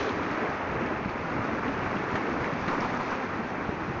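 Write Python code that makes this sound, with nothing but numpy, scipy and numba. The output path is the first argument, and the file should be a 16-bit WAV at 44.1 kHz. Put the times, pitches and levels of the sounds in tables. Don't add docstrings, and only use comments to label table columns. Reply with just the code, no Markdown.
import sys
import numpy as np
from scipy import signal
from scipy.fft import rfft, irfft
from scipy.io import wavfile
from scipy.ndimage import uniform_filter1d, map_coordinates
from numba import njit

SR = 44100
rng = np.random.default_rng(int(sys.argv[2]) if len(sys.argv) > 2 else 0)


def int16_out(signal):
    q = np.round(np.clip(np.atleast_2d(signal).T, -1, 1) * 32767)
    wavfile.write(sys.argv[1], SR, q.astype(np.int16))


N = 176400

# time in seconds, level in dB.
WASH_LOUDNESS = [(0, -31), (.3, -32), (.44, -31), (.68, -33.5), (.87, -31.5), (1.08, -33.5), (1.32, -33.5),
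                 (1.42, -33.5), (1.6, -33), (1.88, -31.5), (2.05, -32.5), (2.2, -32), (2.48, -32.5),
                 (2.6, -33.5), (2.73, -32), (2.98, -32), (3.3, -34.5), (4, -35)]
CHURN_LOUDNESS = [(0, -30.5), (.09, -33.5), (.24, -32.5), (.36, -38), (.45, -32.5), (.6, -39.5), (.83, -31),
                  (1.0, -37), (1.2, -37), (1.35, -34), (1.58, -35.5), (1.78, -35.5), (1.97, -33.5),
                  (2.06, -35), (2.2, -32.5), (2.41, -32.5), (2.56, -37), (2.75, -34), (2.97, -35),
                  (3.1, -38), (3.6, -37), (3.85, -35), (4, -36)]
FOAM_LOUDNESS = [(0, -42.5), (.09, -49.5), (.17, -51.5), (.32, -52.5), (.75, -55.5), (1.4, -55),
                 (1.95, -53), (2.14, -52), (2.27, -53.5), (2.55, -52), (2.72, -51), (2.9, -50.2),
                 (3.1, -51), (3.35, -55.5), (4, -56)]
WIND_LOUDNESS = [(0, -42.5), (.35, -44), (.53, -46.5), (.8, -41.5), (.95, -43.5), (1.25, -43), (1.5, -40),
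                 (2.1, -44.5), (2.7, -44), (3.45, -45), (3.7, -42), (4, -41.5)]
# frequency in Hz, relative level in dB.
WASH_TONE = [(150, -20), (350, -3), (550, -0.5), (850, 0), (1250, -0.5), (1700, -4), (2300, -8),
             (2650, -12.5), (3100, -23), (4200, -39.5)]
CHURN_TONE = [(70, -20), (130, -8.5), (200, -2), (250, 0), (350, -2.5), (480, -7.5), (700, -25),
              (1200, -49.5)]
FOAM_TONE = [(1200, -20), (2500, -2), (3300, -1), (4200, -3), (5200, -6), (6200, -7.5), (6800, -13.5),
             (7200, -22), (7600, -42.5)]
SLAP_TONE = [(200, -11), (600, 3.5), (1200, 4.5), (2200, 0), (2700, -5), (3300, -14), (4800, -20),
             (6500, -23), (7500, -48)]
SPRAY_TONE = [(1200, -13), (2500, 2.5), (6200, -5), (6900, -11), (7500, -29)]
WIND_TONE = [(15, -22.5), (28, -10), (45, -11), (70, -3), (105, -1.5), (150, -6), (230, -9.5), (500, -29.5)]
# time in seconds, strongest pitch in Hz.
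CHURN_DRIFT = [(0, 285.2), (0.101, 304.8), (.3, 254.9), (.85, 264.8), (1.35, 239.8), (1.7, 255.5),
               (1.92, 220.2), (2.35, 280.2), (2.7, 240.2), (4, 249.6)]
# start in seconds, level in dB, fade time in seconds,
# bubble pitch in Hz, bubble level in dB compared with the splash.
ROCK_SLAPS = [(.312, -38, 0.0082, 2200, -8), (2.153, -30, 0.023, 1816, 0), (2.44, -37.5, 0.019, 1887, 3.5),
              (2.677, -28, 0.016, 1470, -5)]
# start in seconds, pitch in Hz, peak in dB, fade time in seconds.
AIR_GULPS = [(0.067, 408, -27, 0.027), (.156, 292, -27, 0.015), (.199, 255, -33, 0.015),
             (.309, 206, -26, .015), (0.419, 414, -26, 0.022), (.755, 119.4, -30.5, .02),
             (0.819, 286, -33, .022), (1.677, 267, -23, 0.03), (1.869, 218, -28, 0.014),
             (1.959, 194, -28, 0.017), (2.135, 105.9, -28, 0.012), (2.299, 332, -27, 0.029),
             (2.411, 115, -26, 0.012), (2.525, 158.6, -26.5, 0.018), (2.675, 166, -23.5, 0.011),
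             (2.941, 238.4, -31, .03), (3.39, 207, -27.5, .014), (3.896, 132.6, -25.5, 0.0099)]
# start in seconds, length in seconds, pitch in Hz, level in dB.
GAP_GURGLES = [(1.398, 0.06, 1250, -38), (1.849, 0.031, 1344, -38), (1.935, .04, 1230, -38.5),
               (2.695, 0.091, 1057, -31), (2.799, 0.072, 1010, -32), (2.923, 0.042, 1230, -35.5),
               (2.989, 0.038, 1048, -33.5), (3.112, 0.035, 1170, -33)]
# start in seconds, level in dB.
HOLLOW_THUMPS = [(1.058, -23), (3.69, -19)]
# pitch in Hz, dB added to the thump's level, fade time in seconds.
HOLLOW_NOTES = [(105.6, -10, 0.013), (191, 4.5, 0.002), (303, -9.5, 0.0049), (432, -6.5, 0.0083)]
# start in seconds, middle pitch in Hz, level in dB, fade time in seconds.
SPRAY_SPITS = [(.003, 2900, -44, 0.023), (.06, 3600, -47, 0.012), (0.09, 3520, -38.5, 0.0078),
               (.312, 5500, -55, 0.0054), (.497, 5500, -57, .012), (1.094, 4200, -47, .008),
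               (1.679, 2725, -37.5, 0.0089), (1.965, 3000, -46, 0.0091), (2.681, 4000, -44, 0.012),
               (2.805, 5400, -42.5, 0.0045), (2.828, 3100, -49, 0.018), (3.103, 5253, -49, 0.013)]

SLAP_ATTACK_S, AIR_ATTACK_S, SPRAY_ATTACK_S = .0025, .0032, .0014
SLAP_OCTAVES, GURGLE_OCTAVES, SPRAY_OCTAVES = .27, .17, .15
GULP_RISE = .03
GUST_DB, TOP_HZ = 2, 7500


def wash():
    cloud = bubbles(count=12000, lo_hz=299.8, hi_hz=3604, cycles=15.2, spread_db=1.5)
    roar = gain(8.5) * rng.standard_normal(N)
    flutter = gain(.5 * wander(24.98))
    return shape_tone(cloud + roar, WASH_TONE) * flutter * level_curve(WASH_LOUDNESS)


def churn():
    cloud = bubbles(count=4000, lo_hz=90.5, hi_hz=798, cycles=6.35, spread_db=1.5)
    tumble = shape_tone(cloud + gain(-8) * rng.standard_normal(N), CHURN_TONE)
    strongest_hz = max(CHURN_TONE, key=lambda row: row[1])[0]
    speed = np.interp(np.arange(N) / SR, *np.array(CHURN_DRIFT).T) / strongest_hz
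    return map_coordinates(tumble, [np.cumsum(speed)], mode="wrap") * level_curve(CHURN_LOUDNESS)


def gulps():
    out = np.zeros(N)
    for start, hz, db, fade in AIR_GULPS:
        age = np.maximum(np.arange(N) / SR - start, 0)
        phase = 2 * np.pi * hz * age * (1 + .5 * GULP_RISE * age / fade)
        out += gain(db) * burst(start, AIR_ATTACK_S, fade) * np.sin(phase)
    return out


def thumps():
    t = np.arange(N) / SR
    out = np.zeros(N)
    for start, db in HOLLOW_THUMPS:
        for hz, note_db, fade in HOLLOW_NOTES:
            note = np.sin(2 * np.pi * hz * (t - start))
            out += gain(db + note_db) * burst(start, AIR_ATTACK_S, fade) * note
    return out


def gurgles():
    out = np.zeros(N)
    for start, length, hz, db in GAP_GURGLES:
        swarm = bubbles(count=2000, lo_hz=hz / 2 ** GURGLE_OCTAVES, hi_hz=hz * 2 ** GURGLE_OCTAVES,
                        cycles=9.9, spread_db=0, rise=.065)
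        progress = np.clip((np.arange(N) / SR - start) / length, 0, 1)
        swell = np.sqrt(np.abs(np.sin(np.pi * progress)))
        out += gain(db) * swarm * swell
    return out


def slaps():
    splash = shape_tone(rng.standard_normal(N), SLAP_TONE)
    out = np.zeros(N)
    for start, db, fade, hz, bubble_db in ROCK_SLAPS:
        swarm = bubbles(count=6000, lo_hz=hz / 2 ** SLAP_OCTAVES, hi_hz=hz * 2 ** SLAP_OCTAVES,
                        cycles=21, spread_db=-1.5, rise=.05)
        out += gain(db) * (splash + gain(bubble_db) * swarm) * burst(start, SLAP_ATTACK_S, fade)
    return out


def spray():
    out = np.zeros(N)
    for start, hz, db, fade in SPRAY_SPITS:
        drops = bubbles(count=8000, lo_hz=hz / 2 ** SPRAY_OCTAVES, hi_hz=hz * 2 ** SPRAY_OCTAVES,
                        cycles=12, spread_db=-1.5, rise=.05)
        out += gain(db) * shape_tone(drops, SPRAY_TONE) * burst(start, SPRAY_ATTACK_S, fade)
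    return out


def foam():
    fizz = bubbles(count=7000, lo_hz=2040, hi_hz=7850, cycles=10, spread_db=3.5)
    hiss = gain(9.5) * rng.standard_normal(N)
    flutter = gain(.78 * wander(35))
    return shape_tone(fizz + hiss, FOAM_TONE) * flutter * level_curve(FOAM_LOUDNESS)


def wind():
    rumble = shape_tone(rng.standard_normal(N), WIND_TONE)
    return rumble * gain(GUST_DB * wander(14)) * level_curve(WIND_LOUDNESS)


def bubbles(count, lo_hz, hi_hz, cycles, spread_db, rise=.15):
    when, pitch, life, chance = rng.random((count, 4)).T
    hz = lo_hz * (hi_hz / lo_hz) ** pitch
    strength = hz * gain(-spread_db * np.log(np.maximum(chance, .01)))
    return normalise(ring(when * N, hz, cycles * (.5 + life), strength, rise, N))


@njit
def ring(start_sample, hz, cycles, strength, rise, n):
    out = np.zeros(n)
    for k in range(len(start_sample)):
        first, length = int(start_sample[k]), int(cycles[k] * SR / hz[k])
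        angle = 2 * np.pi * hz[k] / SR
        step = np.exp(-5 / length + 1j * angle)
        glide = np.exp(1j * angle * rise / length)
        vibration = strength[k] + 0j
        for i in range(first, min(first + length, n)):
            vibration *= step
            step *= glide
            out[i] += vibration.imag
    return out


def gain(db):
    return 10 ** (np.asarray(db) / 20)


def normalise(x):
    return x / np.sqrt(np.mean(x ** 2) + 1e-18)


def level_curve(rows):
    return gain(np.interp(np.arange(N) / SR, *np.array(rows).T))


def shape_tone(x, rows):
    hz, db = np.array(rows).T
    all_hz = np.maximum(np.arange(N // 2 + 1) * SR / N, 1)
    all_db = np.interp(np.log(all_hz), np.log(hz), db, left=-80, right=-80)
    return normalise(irfft(rfft(x) * gain(all_db), N))


def wander(rate):
    hold = int(SR / rate)
    steps = np.repeat(rng.standard_normal(1000), hold)[:N]
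    return normalise(uniform_filter1d(uniform_filter1d(steps, hold), hold))


def burst(start, attack, fade):
    age = np.arange(N) / SR - start
    return np.clip(age / attack, 0, 1) * np.exp(-np.maximum(age - attack, 0) / fade)


def scene():
    water = churn() + wash() + foam() + slaps() + spray() + gulps() + thumps() + gurgles()
    return (water + wind())[None]


def record(dry):
    return signal.sosfilt(signal.ellip(10, .2, 80, TOP_HZ, fs=SR, output="sos"), dry)


dry = scene()
out = record(dry)
int16_out(out)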